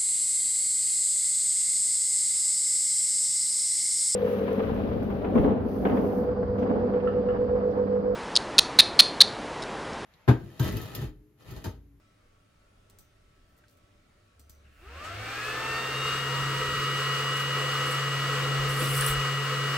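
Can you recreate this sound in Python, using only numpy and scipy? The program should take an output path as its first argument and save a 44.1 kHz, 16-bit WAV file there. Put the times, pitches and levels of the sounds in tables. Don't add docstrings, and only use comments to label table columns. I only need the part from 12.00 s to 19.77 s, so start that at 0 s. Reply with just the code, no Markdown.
import sys
import numpy as np
from scipy import signal
from scipy.fft import rfft, irfft, next_fast_len
from scipy.io import wavfile
from scipy.ndimage import uniform_filter1d, map_coordinates

SR = 44100
rng = np.random.default_rng(int(sys.argv[2]) if len(sys.argv) > 2 else 0)


def generate_wav(signal):
    frames = np.transpose(np.atleast_2d(signal))
    scaled = np.clip(frames, -1, 1) * 32767
    pcm = np.round(scaled).astype(np.int16)
    wavfile.write(sys.argv[1], SR, pcm)


N = 342657
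TIME = np.arange(N) / SR


def amp(db):
    return 10 ** (np.asarray(db) / 20)


def unit(x):
    return x / np.sqrt(np.mean(x ** 2) + 1e-20)


def along(points, hz):
    f, v = np.transpose(points)
    return np.interp(np.log(hz + 1), np.log(f + 1), v)


def wobble(rate_hz):
    knots = rng.standard_normal(int(N * rate_hz / SR) + 4)
    return map_coordinates(knots, [TIME * rate_hz])


def bell(x, centre, width):
    return 2 ** -((2 * (x - centre) / width) ** 2)


def stroke(start_s, length_s, attack_s, release_s):
    rise = np.clip((TIME - start_s) / attack_s, 0, 1)
    return rise * np.exp(-np.maximum(TIME - start_s - length_s, 0) / release_s)


def filtered(x, response):
    m = next_fast_len(N + SR // 2)
    return irfft(rfft(x, m) * response(np.fft.rfftfreq(m, 1 / SR)), m)[..., :N]


def stereo_noise(spectrum, alike):
    def split(hz):
        turn = np.arccos(np.clip(along(alike, hz), -1, 1)) / 2
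        return amp(along(spectrum, hz)) * [np.cos(turn), np.sin(turn)]
    mid, side = filtered(rng.standard_normal((2, N)), split)
    return unit(np.array([mid + side, mid - side]))


def patchy(x, db, size, count):
    z = signal.stft(x, nperseg=size)[2]
    patches = uniform_filter1d(rng.standard_normal(z.shape[1:]), size=5, axis=0)
    patches = unit(uniform_filter1d(patches, size=count, axis=1))
    return unit(signal.istft(z * amp(db * patches), nperseg=size)[1][:, :N])


def tone(angle, lead_rad, waver_db, rate_hz, apart=0.43):
    common = wobble(rate_hz)
    waver = amp(waver_db * (common + apart * np.array([wobble(rate_hz), wobble(rate_hz)])))
    return unit(waver * np.sin([angle + lead_rad / 2, angle - lead_rad / 2]))


# pitch_hz, relative density_db (per Hz)
ROOM_COLOUR = [(12, -23), (20, 1), (106, -6), (137, -11), (196, -11.5), (427, -16.5), (465, -17),
               (620, -15.5), (790, -21), (1070, -23), (1340, -18.5), (1500, -22.5), (2400, -23.5),
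               (10800, -39), (13500, -47), (15500, -47)]
# pitch_hz, left-right likeness (-1 to 1)
ROOM_LIKENESS = [(45, .99), (120, .96), (200, 0.91), (400, 0.42), (1000, -0.43), (1500, 0.51),
                 (2600, -0.0028), (6000, 0.3), (15000, 1)]
# pitch_hz, level_db, left_lead_rad, smear_rad, waver_db
IDLE_TONES = [(102.3, -72.5, 0.11, 1.0, 3.5), (298, -82, .5, 1.6, 3.5), (592, -80.5, 0.6, 4, 3.8),
              (1125, -80.5, 1.95, 1.3, 3.2), (1314, -79.7, -0.33, .5, 2.5)]


def room(drift_db=.5, middle_drift_db=1):
    lines = sum(amp(db) * tone(2 * np.pi * hz * TIME + smear_rad * wobble(18), lead_rad, waver_db, 9.09)
                for hz, db, lead_rad, smear_rad, waver_db in IDLE_TONES)
    air = patchy(stereo_noise(ROOM_COLOUR, ROOM_LIKENESS), db=1.8, size=2048, count=5)
    middle = filtered(air, lambda hz: bell(hz, 1140, 1100))
    air = air + (amp(middle_drift_db * wobble(13)) - 1) * middle
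    return amp(-63.0 + drift_db * wobble(4.5)) * air + lines


# start_s, relative level_db, ring_and_tail_db, pitch_hz, top_treble_db
CLICK_EVENTS = [(0.8985, -41, -6, 8800, -4), (0.9864, -40.5, 0, 7700, 4), (1.577, -55, -5, 9500, 0),
                (1.6826, -48.5, -4, 4700, -9), (1.7714, -53, -5, 8000, -1), (2.395, -42, -1, 8600, -1),
                (2.4955, -40.5, 0, 7000, 4)]
# pitch_hz, relative density_db (per Hz)
PLASTIC_COLOUR = [(300, -14), (1400, -5), (2700, -10), (4300, 1), (6500, -3), (7700, 0), (10500, -3),
                  (14200, 3), (15700, -1)]
# pitch_hz, relative level_db, t60_s
BUTTON_MODES = [(130, 5, .22), (4900, -19, .15), (6030, -17.5, .42)]
CLICK_TRIM_DB = -8.5


def clicks(crack_t60_s=0.018, tail_db=-9, tail_t60_s=0.21, grain_db=3, rebound_s=.0098, rebound_db=-11,
           ring_smear_rad=1.3, lift_db=5, width_hz=2600):
    out, t = np.zeros((2, N)), np.arange(SR // 2) / SR
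    first = amp(-60 * t / crack_t60_s) * (1 - np.exp(-t / .0005))
    rebound = (t > rebound_s) * amp(rebound_db - 60 * np.abs(t - rebound_s) / crack_t60_s)
    blows = first + rebound
    for start_s, db, ring_db, pitch_hz, treble_db in CLICK_EVENTS:
        crack = blows * (rng.standard_normal(len(t)) + .5 * rng.standard_normal((2, len(t))))
        ring = 0
        for hz, mode_db, t60_s in BUTTON_MODES:
            phase = 2 * np.pi * (hz * t + rng.random((2, 1))) + ring_smear_rad * wobble(600)[:len(t)]
            ring = ring + amp(mode_db - 60 * t / t60_s) * np.sin(phase)
        grain = grain_db * wobble(700)[:len(t)]
        tail = amp(tail_db + grain - 60 * t / tail_t60_s) * rng.standard_normal((2, len(t)))

        def colour(hz):
            treble = along([(8000, 0), (14000, treble_db)], hz)
            return amp(along(PLASTIC_COLOUR, hz) + lift_db * bell(hz, pitch_hz, width_hz) + treble)
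        click = filtered(crack + amp(ring_db) * (ring + tail), colour)
        start = round(start_s * SR)
        out[:, start:] += amp(db + CLICK_TRIM_DB) * click[:, :N - start]
    return out


# start_s, length_s, level_db
BRUSH_EVENTS = [(1.48, .05, -78), (1.562, .025, -72), (1.684, .05, -73)]


def brushes(attack_s=.012, release_s=.014, grain_db=4):
    motion = sum(amp(db) * stroke(start_s, length_s, attack_s, release_s)
                 for start_s, length_s, db in BRUSH_EVENTS)
    return motion * unit(amp(grain_db * wobble(300)) * stereo_noise(PLASTIC_COLOUR, [(8000, .6)]))


def knock(start_s=1.638, t60_s=0.062):
    colour = [(700, -28), (1300, -11), (1520, 0), (1800, -12), (4000, -26), (10000, -48)]
    decay = amp(-58.5 - 60 * np.abs(TIME - start_s) / t60_s) * (TIME >= start_s)
    return decay * stereo_noise(colour, [(1500, .7)])


DRONE_ON_S, DRONE_HOLD_S, DRONE_DB, DRONE_RELEASE_S = 2.34, 2.1, -59.5, .35


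def drone(hz=72, attack_s=.08):
    level = amp(DRONE_DB) * stroke(DRONE_ON_S, DRONE_HOLD_S, attack_s, DRONE_RELEASE_S)
    return level * tone(2 * np.pi * hz * TIME + .3 * wobble(5), lead_rad=.1, waver_db=.7, rate_hz=6)


START_S, RUN_UP_S = 2.662, .374
FULL_HZ = 137.835


def rotor_speed(jitter=0.00038):
    run_up = 1 - np.exp(-np.maximum(TIME - START_S, 0) / RUN_UP_S)
    return run_up * (1 + jitter * wobble(16))


FLOW_FROM, FLOW_BLUR = 0.24, 0.037


def grip(speed):
    return 1 / (1 + np.exp((FLOW_FROM - speed) / FLOW_BLUR))


RASP_DB, RASP_POWER = -26, 3.94
RASP_REST_DB = -42


def motor_start(angle, speed, pull, depth=0.43):
    switching = np.cos(4 * angle)
    colour = [(1100, -18), (1300, 5), (1600, 7.5), (2200, 2),
              (2750, 8), (3200, -7), (4500, -13), (9000, -29.0)]
    ring = stereo_noise(colour, [(1000, 0.49)])
    level = pull * speed ** RASP_POWER + amp(RASP_REST_DB) * (pull > 0)
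    return amp(RASP_DB) * level * unit((1 + depth * switching) * ring)


SWELLS = {1: [(2.97, .04, 4, 4), (3.02, .05, -7, -7), (3.26, .06, 4, 4), (3.96, .2, 6.5, 5),
          (4.39, .1, 1, 4), (4.72, 0.068, -6, -6), (6.97, 0.77, 2, 1.5)], 7: [(2.77, .08, -10, -10),
          (2.93, .14, 4, 4), (3.035, .05, 6, 6), (3.13, .06, 9, 9), (3.2, .05, -5, -5), (3.47, .18, -7, -7),
          (3.65, 0.09, 7, 9), (4.4, 0.48, 9, 9)], 14: [(2.87, 0.11, -6, -6), (3.07, 0.08, -1, -3),
          (3.21, .12, -7, -7), (3.4, .08, 3, 1), (3.56, .16, 2, -1), (3.74, .06, 4, 3), (4.07, .12, -7, -7),
          (5.5, 1.2, -1, 1.5), (6.65, .4, -3, 0)], 21: [(2.885, .08, 4, 3), (3.09, 0.12, -10, -10),
          (3.25, .25, -3, -4), (3.92, 0.23, -3.5, -3), (4.28, .22, -1, -7), (4.55, .16, -4, -2),
          (5.35, .5, 1.5, .5), (6.75, .3, 0, -3), (7.2, 0.33, 2.5, 2), (7.49, .14, -2.5, -10)],
          28: [(3.25, .4, -9, -8), (3.75, .25, 4, 4), (4.3, 0.35, 9, 4)], 35: [(3.55, .14, 6, 7),
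          (3.775, .07, 6, 6), (4.7, .6, 7, 0)]}


def swell_db(multiple):
    return sum(np.outer([left_db, right_db], bell(TIME, peak_s, width_s))
               for peak_s, width_s, left_db, right_db in SWELLS.get(multiple, []))


TONE_MULTIPLES = [1, 7, 14, 21, 28, 35]
# level_db (full speed, before frame, swells and reach), speed_power,
# reach_db (at full reach), left_lead_rad (at full load), left_minus_right_db, smear_rad, waver_db
TONE_SETTINGS = [(-49.3, 1.3, 5.5, 0.28, 0, 0.032, 0.67), (-56.5, 1.3, -6, .6, 2, 0.35, 2.8),
                 (-40, 3.7, -.5, -0.18, 1, 0.07, 0.8), (-37.6, 4.7, -4, -1.55, 2, 0.14, 0.5),
                 (-54, 3.6, -6, -1.53, -1.5, 0.28, 2.8), (-61.5, 4, 0, -0.41, -2, .15, 2.5)]
# centre_hz, width_hz, lift_db
FRAME_MODES = [(73, 18, 7), (100, 14, 6.5), (140.47, 9.9, 14), (575, 160, 4), (798, 44, 8.5),
               (907, 27, 7.5), (1270, 320, 9.5), (1430, 100, -7), (1860, 51, -3.5), (2024, 180, -3),
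               (2642, 41, -19), (2817, 61, 3.5), (3720, 220, 3.5), (4575, 110, 9)]
# time_s, reach (0-1)
ARM_REACH = [(4.14, 0.03), (4.3, 0.43), (4.54, 0.3), (4.68, 0.06), (5.8, 0.18), (6.15, 0.47), (6.8, 0.9),
             (7.15, 0.6), (7.6, 0.47)]
SHADOW_DB, SHADOW_ABOVE_HZ = 5, 2400
GLIDE_SMEAR_RAD, FLUTTER_DB = .18, 2


def fan_tones(angle, speed, load, waver_hz=11, smear_hz=75):
    reach = np.interp(TIME, *np.transpose(ARM_REACH))
    out = np.zeros((2, N))
    for multiple, settings in zip(TONE_MULTIPLES, TONE_SETTINGS):
        db, power, reach_db, lead_rad, pan_db, smear_rad, waver_db = settings
        hz = multiple * FULL_HZ * speed
        frame_db = sum(lift_db * bell(hz[::64], centre_hz, width_hz)
                       for centre_hz, width_hz, lift_db in FRAME_MODES).repeat(64)[:N]
        flutter_db = FLUTTER_DB * (1 - load) * wobble(45)
        level_db = db + frame_db + swell_db(multiple) + reach_db * reach + flutter_db
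        level = amp(level_db) * speed ** power
        glide_rad = GLIDE_SMEAR_RAD * (1 - load) * (multiple > 1)
        phase = multiple * angle + (smear_rad + glide_rad) * wobble(smear_hz)
        balance_db = pan_db + SHADOW_DB * reach * (hz > SHADOW_ABOVE_HZ)
        balance = amp([balance_db / 2, -balance_db / 2])
        out += level * tone(phase, lead_rad * load ** 3, waver_db, waver_hz) * balance
    return out * grip(speed)


WEAK_ORDERS = {3: -21, 8: -15, 12: -20, 16: -12, 20: -14, 42: -23}
RUSH_POWER = 3.35


def weak_orders(angle, speed, load, full_db=-43, shake_rad=0.24):
    level = amp(full_db) * speed ** RUSH_POWER * (1 + load) / 2
    return level * sum(amp(db) * tone(multiple * angle + shake_rad * wobble(25),
                                      lead_rad=-.04 * multiple, waver_db=-2.5, rate_hz=16)
                       for multiple, db in WEAK_ORDERS.items())


# pitch_hz, relative density_db (per Hz)
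AIR_MID_COLOUR = [(25, -92), (110, -71), (230, -72.5), (340, -68.5), (600, -71), (860, -74), (1030, -69.5),
                  (1800, -67.5), (2450, -71.5), (3100, -73), (5200, -80.5), (8400, -86), (11000, -93),
                  (15500, -91.5)]
# pitch_hz, relative density_db (per Hz)
AIR_SIDE_COLOUR = [(25, -87), (130, -77), (230, -85), (340, -77.5), (600, -78), (820, -71.5), (1050, -72.5),
                   (1330, -76), (1680, -72.5), (2200, -78), (3100, -76.5), (6000, -80.5), (9500, -112),
                   (15000, -106)]
# centre_hz, width_hz, mid_lift_db, side_lift_db (lifts before scaling by lift)
HOUSING_MODES = [(431, 34.4, 13.5, 6), (502.4, 45, 13, 9), (1061, 57, 7, 3), (1157, 73, 5, 10),
                 (1288.5, 187, 13, -3), (1520, 75, 5, -3), (2814, 160, 6.5, -1), (4480, 470, 5, -3),
                 (7720, 410, 7, 12), (9340, 330, 5, 25)]
# pitch_hz, tilt_db
SLOW_TILT = [(180, -6), (330, -2.5), (480, -12.5), (700, 2), (980, -6), (1300, 0.5), (1650, 1), (2600, 1),
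             (8000, -2)]
# pitch_hz, left_lead_rad (negative: left lags)
RUSH_LEAD = [(1400, 0.055), (2400, -0.033), (3900, -1.26), (6000, -0.96), (7200, 0)]
RUSH_DB = -32.5
BODY_DB, BODY_KNEE, BODY_POWER = -40.5, 0.74, 3.14


def fan_air(speed, load, early_lift=0.63, late_lift=0.95, split_hz=900, patchy_db=0.7):
    def colour(hz, lift):
        db = np.array([along(AIR_MID_COLOUR, hz), along(AIR_SIDE_COLOUR, hz)])
        for centre_hz, width_hz, mid_db, side_db in HOUSING_MODES:
            db += lift * np.outer([mid_db, side_db], bell(hz, centre_hz, width_hz))
        return amp(db)
    eddies = rng.standard_normal((2, N))
    slow = filtered(eddies, lambda hz: colour(hz, early_lift) * amp(along(SLOW_TILT, hz)))
    fast = filtered(eddies, lambda hz: colour(hz, late_lift))
    mid, side = (1 - load) * slow + load * fast
    air = np.array([mid + side, mid - side])
    low = filtered(air, lambda hz: 1 / (1 + (hz / split_hz) ** 10))
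    high = filtered(air - low, lambda hz: np.exp(.5j * np.outer([1, -1], along(RUSH_LEAD, hz))))
    growth = (speed / BODY_KNEE) ** BODY_POWER
    body = amp(BODY_DB + 0.95 * wobble(8)) * growth / np.hypot(1, growth)
    rush = amp(RUSH_DB + patchy_db * wobble(12)) * speed ** RUSH_POWER
    balance = amp([[.3], [-.3]])
    return grip(speed) * (body * unit(low) + rush * unit(high) * balance)


# pitch_hz, relative density_db (per Hz)
RUMBLE_COLOUR = [(25, -22), (55, 6), (80, 6), (130, 13), (240, -10), (500, -25), (1200, -56)]
# pitch_hz, relative density_db (per Hz)
SWAY_COLOUR = [(12, -14), (25, -5), (55, 5), (75, -3), (110, -20), (300, -38)]
# start_s, length_s, rumble_db, sway_db
RUB_EVENTS = [(4.3, 0.19, -47.5, -58), (4.554, 0.26, -46, -58), (6.585, .05, -56, -43),
              (6.68, .02, -56, -45.5), (6.785, 0.05, -45, -45), (6.885, .03, -47, -41),
              (6.955, .09, -50, -45), (7.09, 0.09, -52, -41)]
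RUB_ATTACK_S, RUB_RELEASE_S = 0.014, 0.032
TREMBLE_DB, SWAY_DB = -69, -64
KICK_DB = -51


def bed(speed, pull):
    rumble = amp(TREMBLE_DB) * speed
    sway = (amp(SWAY_DB) + amp(KICK_DB) * pull) * speed
    for start_s, length_s, rumble_db, sway_db in RUB_EVENTS:
        push = stroke(start_s, length_s, RUB_ATTACK_S, RUB_RELEASE_S)
        rumble = np.hypot(rumble, amp(rumble_db) * push)
        sway = np.hypot(sway, amp(sway_db) * push)
    rumble_noise = unit(amp(1.5 * wobble(22)) * stereo_noise(RUMBLE_COLOUR, [(100, 0.9)]))
    sway_noise = unit(amp(1.7 * wobble(14)) * stereo_noise(SWAY_COLOUR, [(50, 0.97)]))
    return rumble * rumble_noise + sway * sway_noise


def rattle(start_s=3.035, length_s=0.027, db=-44, release_s=0.025):
    colour = [(300, -1), (1300, 1), (2700, 0), (3600, -9), (8000, -11.5), (15000, -32)]
    return amp(db) * stroke(start_s, length_s, 0.0093, release_s) * stereo_noise(colour, [(1000, 0.6)])


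# pitch_hz, relative density_db (per Hz)
SCRAPE_COLOUR = [(700, -33), (1800, -1.5), (5000, -9), (6800, -13), (7900, -1.5), (9300, -2.5), (11500, -5),
                 (14000, -8), (15700, -13)]
# start_s, length_s, level_db
SLIDE_EVENTS = [(3.44, .06, -54), (5.358, .06, -49), (5.85, 0.086, -46.5), (6.68, 0.15, -44),
                (6.787, 0.095, -38), (6.88, 0.12, -35.5), (7.012, 0.04, -35.5), (7.055, 0.056, -33.5)]
SLIDE_ATTACK_S, SLIDE_RELEASE_S = 0.013, 0.023
SLIP_DB, SLIP_HZ, SCRAPE_PATCHY_DB = 1.7, 70, 3.1


def sliding_metal():
    hiss = patchy(stereo_noise(SCRAPE_COLOUR, [(9000, 0.7)]), SCRAPE_PATCHY_DB, size=256, count=8)
    motion = np.max([amp(db) * stroke(start_s, length_s, SLIDE_ATTACK_S, SLIDE_RELEASE_S)
                     for start_s, length_s, db in SLIDE_EVENTS], axis=0)
    return motion * unit(amp(SLIP_DB * wobble(SLIP_HZ)) * hiss)


# peak_s, width_s, centre_hz, width_hz, lift_db
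ECHO_EVENTS = [(3.725, 0.36, 785, 258, 3), (4.773, 0.3, 740, 380, -9), (4.854, 0.59, 1280, 220, 2.5)]


def arm_echoes(air):
    for peak_s, width_s, centre_hz, width_hz, db in ECHO_EVENTS:
        band = filtered(air, lambda hz: bell(hz, centre_hz, width_hz))
        air = air + (amp(db * bell(TIME, peak_s, width_s)) - 1) * band
    return air


# start_s, level_db, ping_hz
CATCH_EVENTS = [(6.6936, -43, 7740), (6.74, -44, 7750), (6.7899, -38, 9170), (6.9475, -36, 8750),
                (7.0097, -26.5, 9100), (7.062, -29.5, 9540), (7.096, -34, 8200), (7.134, -35, 7810)]


def catches(t60_s=0.041, crack_db=-5, smear_rad=0.81):
    out = np.zeros((2, N))
    crack = stereo_noise([(3000, -12), (7500, 3), (15500, -5)], [(9000, .67)])
    for start_s, db, hz in CATCH_EVENTS:
        phase = 2 * np.pi * hz * TIME + smear_rad * wobble(900)
        ping = tone(phase, lead_rad=.4, waver_db=5, rate_hz=200)
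        decay = amp(db - 60 * np.abs(TIME - start_s) / t60_s) * (TIME >= start_s)
        out += decay * (ping + amp(crack_db) * crack)
    return out


# start_s, level_db
BUMP_EVENTS = [(6.805, -34), (7.01, -29), (7.072, -34)]


def bumps(length_s=0.013, attack_s=.009, release_s=.013):
    colour = [(600, -18), (1400, 6), (2200, 0), (4000, -9), (6500, -18), (9000, -6), (15000, -22)]
    motion = sum(amp(db) * stroke(start_s, length_s, attack_s, release_s) for start_s, db in BUMP_EVENTS)
    return motion * stereo_noise(colour, [(2000, 0.5)])


def thump(start_s=6.808, t60_s=0.32):
    colour = [(120, -31), (225, 2), (310, -8), (420, -6), (600, -14), (1500, -35)]
    decay = amp(-32.0 - 60 * np.abs(TIME - start_s) / t60_s)
    return decay * np.clip((TIME - start_s) / 0.011, 0, 1) * stereo_noise(colour, [(300, .85)])


def scene(load_power=9, coils_on_s=2.645, soft_start_s=0.016):
    speed = rotor_speed()
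    angle = 2 * np.pi * FULL_HZ * np.cumsum(speed) / SR
    load = np.minimum(speed, 1) ** load_power
    pull = np.maximum(1 - speed, 0) * np.clip((TIME - coils_on_s) / soft_start_s, 0, 1)
    background = room() + clicks() + brushes() + knock() + drone()
    air = arm_echoes(fan_air(speed, load))
    fan = motor_start(angle, speed, pull) + fan_tones(angle, speed, load) + weak_orders(angle, speed, load)
    handling = sliding_metal() + catches() + bumps() + thump()
    return background + fan + air + bed(speed, pull) + rattle() + handling


TOP_HZ = 15800


def record(dry):
    return filtered(dry, lambda hz: hz < TOP_HZ)


dry = scene()
out = record(dry)
generate_wav(out)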